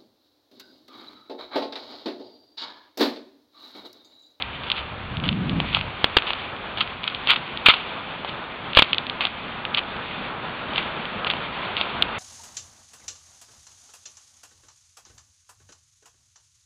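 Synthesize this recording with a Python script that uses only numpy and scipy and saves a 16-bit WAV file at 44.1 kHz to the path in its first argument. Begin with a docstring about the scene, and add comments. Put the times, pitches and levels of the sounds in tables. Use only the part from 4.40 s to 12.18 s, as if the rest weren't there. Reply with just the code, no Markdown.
"""Slow footsteps on dry grass and dead stalks on a river bank: a light scuff, then about two steps a second.
Heel and sole crush thin fibres into a crunch, single stalks snap, trodden stems tick as they spring back.
Behind: river rush, valley hiss, far rumble and a light breeze; one gust buffets the microphone. The small
camera has a narrow band, and the hardest snaps overflow its converter: their crests wrap round to negative full
scale as dull pops."""
import sys
import numpy as np
from scipy import signal
from scipy.fft import rfft, irfft, next_fast_len
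from scipy.io import wavfile
from scipy.ndimage import minimum_filter1d

SR = 44100
rng = np.random.default_rng(int(sys.argv[2]) if len(sys.argv) > 2 else 0)


def put_to_file(sound):
    """Save the sound as 16-bit audio at rate SR, in the file named by the first command-line argument."""
    columns = np.atleast_2d(sound).T  # one column per channel
    safe = np.clip(columns, -1, 1)
    whole_steps = np.round(safe * 32767)
    wavfile.write(sys.argv[1], SR, whole_steps.astype(np.int16))


N = 343310
FFT_SIZE = next_fast_len(N + SR // 10, real=True)

# crushed litter: (frequency [Hz], density [dB])
LITTER_SPECTRUM = [(250, -37.5), (600, -23), (850, -12), (1300, -3), (1800, -14), (2150, -4.5), (2450, -1),
                   (3000, -1), (3600, -4.5), (4350, -14), (4900, -23)]
# foot contacts: a light scuff at 0.275 s, then steps, heel before sole
# (sole time [s], heel level [dB], sole level [dB], fall time [s])
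FOOT_CONTACTS = [(0.275, -35.5, -37, .025), (0.377, -34.5, -26, .026), (0.873, -27, -38, 0.029),
                 (1.362, -35, -24.5, .042), (1.904, -23.5, -28.5, 0.014), (2.412, -26.5, -17.5, .012),
                 (2.679, -35, -29, 0.018), (2.904, -40, -10.5, 0.021), (3.298, -3.5, -5, .012),
                 (3.883, -36.5, -34, .014), (4.391, -21, -9, 0.0088), (4.848, -21, -24.5, 0.017),
                 (5.378, -27, -20.5, 0.011), (6.382, -32.5, -23.5, .016), (6.904, -18, -21, 0.0073),
                 (7.41, -27, -26, 0.028)]


def from_db(db):
    return 10 ** (np.asarray(db) / 20)


def unit_rms(x):
    return x / np.sqrt(np.mean(x ** 2) + 1e-20)


def per_sample(rows):
    """Each level column of a time curve, at every sample."""
    times_s, *columns = np.transpose(rows)
    return [np.interp(np.arange(N) / SR, times_s, column) for column in columns]


def response(spectrum):
    """Gain per FFT bin, rolling off beyond both ends of the spectrum."""
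    hz, db = np.transpose(spectrum)
    bin_hz = np.maximum(np.arange(FFT_SIZE // 2 + 1) * SR / FFT_SIZE, 1)
    gain = from_db(np.interp(np.log(bin_hz), np.log(hz), db))
    return gain * np.minimum(bin_hz / hz[0], 1) ** 2 * np.minimum(hz[-1] / bin_hz, 1) ** 20


def filtered(x, gain):
    return irfft(rfft(x, FFT_SIZE) * gain, FFT_SIZE)[..., :N]


def coloured(x, spectrum):
    """Shape x to a spectrum; white input keeps its power."""
    return filtered(x, unit_rms(response(spectrum)))


def noise(spectrum):
    return coloured(rng.standard_normal(N), spectrum)


def drift(rate_hz):
    """Straight lines between unit-variance random knots."""
    knots = rng.standard_normal(N // 20)
    return np.interp(np.arange(N) / SR * rate_hz, np.arange(len(knots)), knots)


def add_centred(out, sound, time_s):
    at = round(time_s * SR) - len(sound) // 2 + np.arange(len(sound))
    inside = (at >= 0) & (at < N)
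    out[at[inside]] += sound[inside]


def ping(t, hz, swell_s):
    """Heavily damped vibration: peak 1 at t = 0, gone within a few cycles."""
    age = np.maximum(t / swell_s + 1, 0)
    return (age * np.exp(1 - age)) ** 4 * np.cos(2 * np.pi * hz * t)


def swell(age_s, rise_s, fall_s):
    """Exponential rise to 1 at age 0, then exponential fall."""
    return np.exp(np.minimum(age_s, 0) / rise_s - np.maximum(age_s, 0) / fall_s)


def valley(rumble_gain_db=2.0, rush_gain_db=0.21, hiss_gain_db=-0.3, rumble_waver_db=1.4, waver_db=1.5):
    """Far rumble, river rush and fine hiss, wavering and growing louder along the walk."""
    # far rumble: (time [s], relative level [dB])
    rumble_curve = [(2.2, -47.5), (3.13, -44.5), (3.43, -46.5), (6.82, -40.5), (7.36, -44), (7.78, -42.5)]
    # rush and hiss: (time [s], relative rush level [dB], relative hiss level [dB])
    rush_hiss_curve = [(0.1, -38, -38.5), (0.7, -38, -42), (1.92, -35.5, -35.5), (2.2, -37.5, -39.5),
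                       (3.07, -36.5, -37), (4.1, -36.5, -39), (4.68, -36, -38), (7.22, -32.5, -36),
                       (7.78, -31.5, -34.5)]
    # spectra of the three layers: (frequency [Hz], density [dB])
    rumble_spectrum = [(15, -18), (35, -10), (60, -8), (100, -6), (150, -2.5), (210, -1), (260, -3),
                       (310, -8), (400, -14.5), (700, -33)]
    rush_spectrum = [(200, -17.5), (350, -5), (500, -3.5), (700, -2.5), (950, -1.5), (1300, -1.5),
                     (1600, -4.5), (1900, -10), (2500, -33)]
    hiss_spectrum = [(1400, -25.5), (1900, -5), (2400, -0.5), (2900, -3), (3500, -3.5), (4350, -15),
                     (4700, -24), (5000, -28.5), (5300, -49.5)]
    rumble_db = per_sample(rumble_curve)[0]
    rush_db, hiss_db = per_sample(rush_hiss_curve)
    rumble = from_db(rumble_db + rumble_gain_db + rumble_waver_db * drift(17)) * noise(rumble_spectrum)
    rush = from_db(rush_db + rush_gain_db + waver_db * drift(21)) * noise(rush_spectrum)
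    hiss = from_db(hiss_db + hiss_gain_db + waver_db * drift(20)) * noise(hiss_spectrum)
    return rumble + rush + hiss


def wind(strong_db=-27, gust_edge_db_per_s=33, waver_db=0.5):
    """Eddies at the microphone port; stronger wind sheds smaller, faster ones."""
    # one gust and the light breeze around it: (time [s], level [dB])
    gust = [(0.56, -40), (0.69, -36.5), (0.704, -32.5), (0.864, -26.5), (1.198, -23), (1.242, -30.5),
            (1.414, -32), (1.54, -41.5)]
    breeze = [(0, -44), (2.1, -48.5), (4, -56.5), (6.7, -60), (7.2, -51), (7.78, -47)]
    t = np.arange(N) / SR
    outside_gust_s = np.abs(t - np.clip(t, gust[0][0], gust[-1][0]))
    gust_db = per_sample(gust)[0] - gust_edge_db_per_s * outside_gust_s
    level_db = np.maximum(gust_db, per_sample(breeze)[0])
    fast_share = np.clip(from_db(level_db - strong_db) ** 2, 0, .88)
    slow = noise([(15, -15.5), (40, -8.5), (75, -0.5), (120, -2), (200, -17), (400, -34)])
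    fast = noise([(60, -22), (105, -11), (150, 1.5), (220, -5), (280, -11), (400, -22.5), (700, -35.5)])
    eddies = np.sqrt(1 - fast_share) * slow + np.sqrt(fast_share) * fast
    return from_db(level_db - waver_db * drift(31)) * eddies


def stray_ticks(per_s=14, level_db=-19, spread_db=5.5):
    """Trodden stems spring back at random times."""
    sizes = from_db(level_db + spread_db * np.clip(rng.standard_normal(N), -2, 2))
    return coloured(sizes * (rng.random(N) < per_s / SR), LITTER_SPECTRUM)


def snaps(stalk_hz=3010, drop_hz_per_db=6.5, spread_hz=200, swell_s=0.00049,
          body_hz=1250, body_swell_s=0.0011, body_db=-4, ground_db=-13,
          scatter_db=-23, scatter_s=0.003, rustle_db=-40, rustle_s=0.015):
    """A stalk breaks with a ping; the ground reflects it, the litter scatters a tail and rustles on."""
    # thick stalks breaking: (time [s], level [dB], relative woody body level [dB])
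    thick_stalks = [(0.0236, -6.5, -41), (0.3016, -6, -20), (0.3176, -2, -23), (0.7704, -14.5, -16),
                    (0.8901, -3, -32), (1.096, -12, -32), (1.2024, -5, -5), (1.3482, 1.5, -18),
                    (1.37, -12.5, 4), (1.412, -10.5, -11), (1.6436, 8.5, -32), (1.7687, 9, -32),
                    (1.7711, 10, -31), (1.786, -5.5, -9.5), (1.8225, -13.5, -6), (1.9057, -7.5, -3.5),
                    (1.9339, -9.5, -7), (2.4075, -6.5, -16.5), (2.4108, -7.5, -19), (2.6413, -11, -19),
                    (2.6786, -5.5, -11), (2.7484, -10.5, -22), (2.9062, 4, -15), (2.917, -0.5, -28),
                    (2.927, -6.5, -12.5), (2.9641, -7.5, -21.5), (3.174, -13, -25.5), (3.2607, 3.5, -12.5),
                    (3.2862, 10.5, -28.5), (3.2935, -3, -16), (3.3385, -9, -0.5), (3.3414, -6, -11),
                    (3.848, -18.5, 7), (4.3333, -12.5, -18), (4.3506, -6, -27), (4.3715, 10.5, -26),
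                    (4.3732, 10, -24.5), (4.375, 10, -41), (4.3887, 2, -23), (4.391, 4.5, -4),
                    (4.3936, 9.5, -9), (4.4227, 9, -37), (4.4263, 1.5, -27.5), (4.532, 1, -24),
                    (4.5464, -10, -23.5), (4.583, -2.5, -19.5), (4.668, -14.5, -14.5), (4.6984, -9, -32.5),
                    (4.8083, -6.5, -7), (4.8529, -2.5, -11.5), (5.2523, -9.5, -9), (5.3475, -2.5, -27.5),
                    (5.374, -6.5, -22), (5.3824, -12.5, -2), (6.36, -9, -20), (6.3811, -6, -7),
                    (6.655, -14.5, -23), (6.847, -9.5, -4.5), (6.9015, -4, -13), (6.9125, -5.5, -28),
                    (7.3681, -7, -33), (7.413, -3.5, -8), (7.624, 4.5, -36.5)]
    t = np.arange(-SR // 10, SR // 10) / SR
    cracks, tails = np.zeros(N), np.zeros(N)
    scatter = from_db(scatter_db) * np.exp(-np.abs(t) / scatter_s)
    rustle = from_db(rustle_db) * np.exp(-np.abs(t) / rustle_s)
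    tail = (t > swell_s) * (scatter + rustle)
    stalks = thin_stalks() + thick_stalks
    for (time_s, db, woody_db), (path, size, stiffness) in zip(stalks, rng.random((len(stalks), 3))):
        hz = stalk_hz - drop_hz_per_db * woody_db + spread_hz * (2 * stiffness - 1)   # woodier is lower
        body = from_db(woody_db + body_db) * ping(t, body_hz * (0.59 + .5 * size), body_swell_s)
        echo_delay_s = 0.001503 + .0015 * path
        echo = from_db(ground_db) * ping(t - echo_delay_s, hz, swell_s)
        add_centred(cracks, from_db(db) * (ping(t, hz, swell_s) + body + echo), time_s)
        add_centred(tails, from_db(db) * tail, time_s)
    return cracks + coloured(tails * rng.standard_normal(N), LITTER_SPECTRUM)


def thin_stalks(per_contact=5, spread_s=.032, level_db=-19.5, spread_db=4.5,
                db_per_contact_db=.45, ordinary_contact_db=-24, woody_db=-13, woody_spread_db=7):
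    """Thin stalks give way at each foot contact, louder under a heavier one; rows as in thick_stalks."""
    draws = np.clip(rng.standard_normal((len(FOOT_CONTACTS), per_contact, 3)), -2, 2)
    rows = []
    for (sole_s, heel_db, sole_db, _), stalks in zip(FOOT_CONTACTS, draws):
        mean_db = level_db + db_per_contact_db * (max(heel_db, sole_db) - ordinary_contact_db)
        rows += [(sole_s + spread_s * when, mean_db + spread_db * size, woody_db + woody_spread_db * wood)
                 for when, size, wood in stalks]
    return rows


def crunches(heel_lead_s=.035, heel_rise_s=0.0022, sole_rise_per_fall=0.65, settling_db=-22,
             settling_s=0.09, fibres_per_s=3000, reference_db=-21.5, size_spread_db=1.5, gain_db=-0.5):
    """Many thin fibres break under the foot; the bent grass then rustles as it settles."""
    t, power = np.arange(N) / SR, np.zeros(N)
    for sole_s, heel_db, sole_db, fall_s in FOOT_CONTACTS:
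        near = slice(max(0, int((sole_s - .5) * SR)), int((sole_s + .5) * SR))
        heel = (heel_lead_s, heel_db, heel_rise_s)
        sole = (0, sole_db, sole_rise_per_fall * fall_s)
        for lead_s, db, rise_s in (heel, sole):
            age_s = t[near] - sole_s + lead_s
            settling = from_db(settling_db) * (age_s > 0) * np.exp(-np.abs(age_s) / settling_s)
            power[near] += from_db(db) ** 2 * (swell(age_s, rise_s, fall_s) ** 2 + settling ** 2)
    push = np.sqrt(power)
    # hard push: many fibres at once; light push: separate grains
    chance = np.clip(fibres_per_s / SR * push / from_db(reference_db), .01, 1)
    sizes = from_db(size_spread_db * np.minimum(rng.exponential(1, N), 3))
    signs = rng.choice([-1, 1], N)
    breaks = unit_rms(sizes * signs) * (rng.random(N) < chance) / np.sqrt(chance)
    return from_db(gain_db) * coloured(breaks * push, LITTER_SPECTRUM)


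def scene():
    return (crunches() + snaps() + stray_ticks() + valley() + wind())[None]


def record(dry, ceiling=0.97, overflow=2.0, pop=0.87, band_hz=4780, cutoff_hz=15500):
    """Peaks saturate; the highest positive ones overflow to negative and pop. Then band limit and clip."""
    # microphone behind its small port: (frequency [Hz], gain [dB])
    microphone = [(10, 0), (2000, 0), (3650, 0), (4000, -4), (4300, -1), (5300, 3)]
    heard = filtered(dry, response(microphone))
    crest = -minimum_filter1d(-heard, size=4, axis=-1)   # running maximum
    saturated = heard / (1 + (np.abs(heard) / ceiling) ** 4) ** (1 / 4)
    wrapped = np.where(crest > overflow, -pop, saturated)
    band_taps = signal.firwin(161, band_hz, window=("kaiser", 8), fs=SR)
    narrow = signal.fftconvolve(wrapped, band_taps[None], mode="same")
    low_pass = signal.cheby1(12, .2, cutoff_hz, fs=SR, output="sos")
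    return signal.sosfilt(low_pass, np.clip(narrow, -.98, .98))


dry = scene()
out = record(dry)
put_to_file(out)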